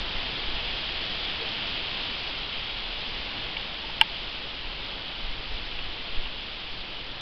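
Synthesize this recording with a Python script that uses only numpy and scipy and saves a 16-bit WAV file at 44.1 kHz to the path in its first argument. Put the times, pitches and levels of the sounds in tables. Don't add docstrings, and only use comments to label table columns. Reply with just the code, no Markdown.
import sys
import numpy as np
from scipy import signal
from scipy.fft import rfft, irfft, next_fast_len
from scipy.io import wavfile
from scipy.ndimage import uniform_filter1d

SR = 44100
rng = np.random.default_rng(int(sys.argv[2]) if len(sys.argv) > 2 else 0)


def invert_db(x):
    u = np.asarray(x, float) / 20
    return 10 ** u


def generate_wav(signal):
    frames = np.transpose(np.atleast_2d(signal))
    scaled = np.clip(frames, -1, 1) * 32767
    pcm = np.round(scaled).astype(np.int16)
    wavfile.write(sys.argv[1], SR, pcm)


N = 317961

# (time [s], strength [dB])
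BREEZE = [(0.0, -1), (1.0, 0.5), (1.8, 0), (3.5, -3), (5.3, -5), (6.2, -5), (7.21, -7)]
# (frequency [Hz], level per Hz [dB])
LEAF_TONE = [(900, -21.5), (1700, -13), (2300, -7), (2700, -3), (3150, -0.43), (3400, -1.44), (3900, -7),
             (4400, -10), (4950, -12.5), (5200, -16), (5400, -22), (5500, -26)]
# (frequency [Hz], level per Hz [dB])
CANOPY_TONE = [(40, -2.5), (90, 0), (200, -0.2), (400, -2), (850, -1.8), (1200, -4), (2000, -6.5),
               (4000, -7.5), (5500, -19)]
# (frequency [Hz], level per Hz [dB])
EDDY_TONE = [(2, -7.5), (5, -4), (15, -2.5), (35, -8), (50, -11.5), (70, -20), (150, -47)]
# (time of peak [s], rise [dB], length [s])
GUSTS = [(.12, 5, 0.23), (.55, 8.5, 0.29), (1.1, 2.5, .2), (1.6, 3, .3), (3.8, 2.5, 0.32),
         (4.25, 2.5, 0.24), (5.28, 8, .2), (5.52, 6, .15), (5.88, 5.5, .25), (6.2, 4.5, .25), (6.75, 2, .4)]
# (start [s], pressure [full scale], rise [ms])
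PUSHES = [(.005, -.05, 6), (.152, .06, 7), (.178, -.04, 11), (.472, -.05, 18), (.54, .045, 8),
          (1.82, -.03, 12), (4.67, -.04, 9), (5.765, .035, 14), (6.12, -.055, 20), (6.172, .145, 15),
          (6.254, .04, 9)]
# (frequency [Hz], level [dB], time to fall 60 dB [s])
SHELL_MODES = [(893, -6.5, 0.044), (1270, -15, 0.024), (1625, -10, 0.034), (2010, -11.5, 0.023),
               (2360, -1, 0.022), (2506, 1.5, 0.013), (2807, -1.5, 0.029), (3320, -8.5, 0.0037)]
# (time [s], ring [dB], buzz [dB], buzz length [ms], buzz pitch [Hz])
SNAPS = [
    (3.5678, -37, -27, 5.2, 1930),
    (3.5680, -40, -24, 5.0, 2350),
    (4.0122, -6.5, -1.3, 2.5, 2500),
    (5.7907, -31, -25, 2.8, 2250),
    (6.2555, -29, -29, 4.5, 2300),
    (6.2680, -34, -31, 3, 2400),
]
# (time [s], level [dB])
CREAKS = [
    (3.840, -22),
    (3.895, -23),
]
# (time [s], pitch [Hz], level [dB], time to fall 60 dB [s])
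KNOCK = (1.415, 480, -30.5, .12)

LEAVES_DB, CANOPY_DB, BUFFET_DB = -33, -38.5, -42.5
CANOPY_FOLLOWS, CANOPY_LEADS_S = 0.63, 0.79
SWING_BACK, SWING_SLOWER = 0.35, 2.5
LOW_MODE_DB = 3.5
HUM_HZ, HUM_DB = 120.2, -61
OFFSET, CEILING = -0.0029, 0.72


def leaves(pats_per_s=24000, spread_db=1.33, flutter_db=0.57, cycles=3.27):
    out = np.zeros(N)
    t = np.arange(400) / SR
    pitches = np.geomspace(900, 5400, 16)
    for hz in pitches:
        chance = rng.random(N)
        size = np.minimum(rng.exponential(1, N), 5)
        hits = (chance < pats_per_s / len(pitches) / SR) * invert_db(spread_db * size)
        pat = np.sin(2 * np.pi * hz * t) * np.exp(-t * hz / cycles) * (1 - np.exp(-t * hz * 2))
        group = evened(signal.oaconvolve(hits, pat)[:N])
        out += group * invert_db(flutter_db * drift(12)) * np.sqrt(hz)
    spectrum = rfft(out)
    smooth = uniform_filter1d(abs(spectrum) ** 2, 1500)
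    level = irfft(spectrum / np.sqrt(smooth + 1e-9), N)
    return invert_db(LEAVES_DB + breeze_db()) * colour(level, LEAF_TONE)


def wind(lumps_db=1.74):
    t = np.arange(N) / SR
    gusts_db = sum(db * np.exp(-np.log(16) * ((t - s) / length) ** 2) for s, db, length in GUSTS)
    loudness = invert_db(BUFFET_DB + gusts_db + lumps_db * drift(5))
    out = loudness * colour(rng.standard_normal(N), EDDY_TONE)
    for s, pressure, rise_ms in PUSHES:
        u = np.arange(SR // 2) * 1000 / SR / rise_ms
        v = u / SWING_SLOWER
        push = (u * np.exp(1 - u)) ** 2
        swing = (v * np.exp(1 - v)) ** 2
        add(out, s, pressure * (push - SWING_BACK * swing))
    return out


def shell(low_rise_ms=2.8, glide=0.24, overtone_hz=5300, overtone_db=-14):
    out = np.zeros(N)
    t = np.arange(4000) / SR
    slow = 1 - np.exp(-(t * 1000 / low_rise_ms) ** 2)
    rings = [invert_db(db - 60 * t / t60) * np.sin(2 * np.pi * hz * t) for hz, db, t60 in SHELL_MODES]
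    for s, ring_db, buzz_db, buzz_ms, buzz_hz in SNAPS:
        u = np.clip(t * 1000 / buzz_ms, 0, 1)
        low_ring = invert_db(LOW_MODE_DB) * slow * rings[0]
        add(out, s, invert_db(ring_db) * (low_ring + u ** 2 * sum(rings[1:])))
        turns = np.cumsum(buzz_hz * (1 + glide * np.sin(0.8 * np.pi * u))) / SR
        overtone = invert_db(overtone_db + buzz_db) * u * np.sin(2 * np.pi * overtone_hz * t)
        buzz = np.sin(2 * np.pi * turns) + overtone
        add(out, s, invert_db(buzz_db) * np.sin(np.pi * u) ** 0.37 * buzz)
    for s, db in CREAKS:
        add(out, s, invert_db(db) * slow * rings[0])
    s, hz, db, t60 = KNOCK
    rise = 1 - np.exp(-t / 0.004)
    turn = 2 * np.pi * hz * (t - 1.5 * t ** 2)
    thump = np.sin(turn) + 0.34 * np.exp(-t / 0.012) * np.sin(2 * turn)
    add(out, s, invert_db(db - 60 * t / t60) * rise * thump)
    return out


def canopy(swell_db=0.5):
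    breeze = CANOPY_FOLLOWS * breeze_db(CANOPY_LEADS_S)
    loudness = invert_db(CANOPY_DB + breeze + swell_db * drift(6))
    return loudness * colour(rng.standard_normal(N), CANOPY_TONE)


def hum():
    tone = np.sqrt(2) * np.sin(2 * np.pi * HUM_HZ * np.arange(N) / SR)
    return invert_db(HUM_DB + 2.2 * drift(2.5)) * tone


def breeze_db(leads_s=0):
    return np.interp(np.arange(N) / SR + leads_s, *np.transpose(BREEZE))


def drift(top_hz):
    t = np.arange(0, N + 64, 64) / SR
    speeds = np.geomspace(top_hz / 15, top_hz, 30)
    slow = sum(np.sin(2 * np.pi * (f * t + rng.random())) / np.sqrt(f) for f in speeds)
    return np.interp(np.arange(N) / SR, t, evened(slow))


def colour(x, points):
    hz, db = np.transpose(points)
    size = next_fast_len(N)
    f = np.fft.rfftfreq(size, 1 / SR)
    gain = invert_db(np.interp(np.log(f + 1), np.log(hz + 1), db)) * (f < SR / 8)
    return evened(irfft(rfft(x, size) * gain, size)[:N])


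def evened(x):
    return x / np.sqrt(np.mean(x ** 2) + 1e-20)


def add(mix, s, sound):
    part = mix[round(s * SR):][:len(sound)]
    part += sound[:len(part)]


def scene():
    mono = leaves() + canopy() + wind() + shell() + hum()
    return np.array([mono, mono])


def top_cut(x):
    return signal.sosfilt(signal.butter(12, 16500, fs=SR, output="sos"), x)


def record(dry):
    longer = np.pad(dry, ((0, 0), (1000, 1000)), "wrap")
    limit = 0.955 * CEILING
    held = np.zeros_like(longer)
    held[:, ::4] = 4 * np.clip(longer[:, ::4] + OFFSET, -limit, limit)
    smooth = signal.firwin(127, SR / 8, window=("kaiser", 8.5), fs=SR)
    edge = signal.firwin(1001, 6270, window=("kaiser", 9), fs=SR)
    both = np.convolve(smooth, edge)[None]
    loud = signal.oaconvolve(held, both, "same")[:, 1000:-1000]
    loud *= signal.windows.tukey(N, 0.00005)
    return top_cut(np.clip(loud, -CEILING, CEILING))


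dry = scene()
out = record(dry)
generate_wav(out)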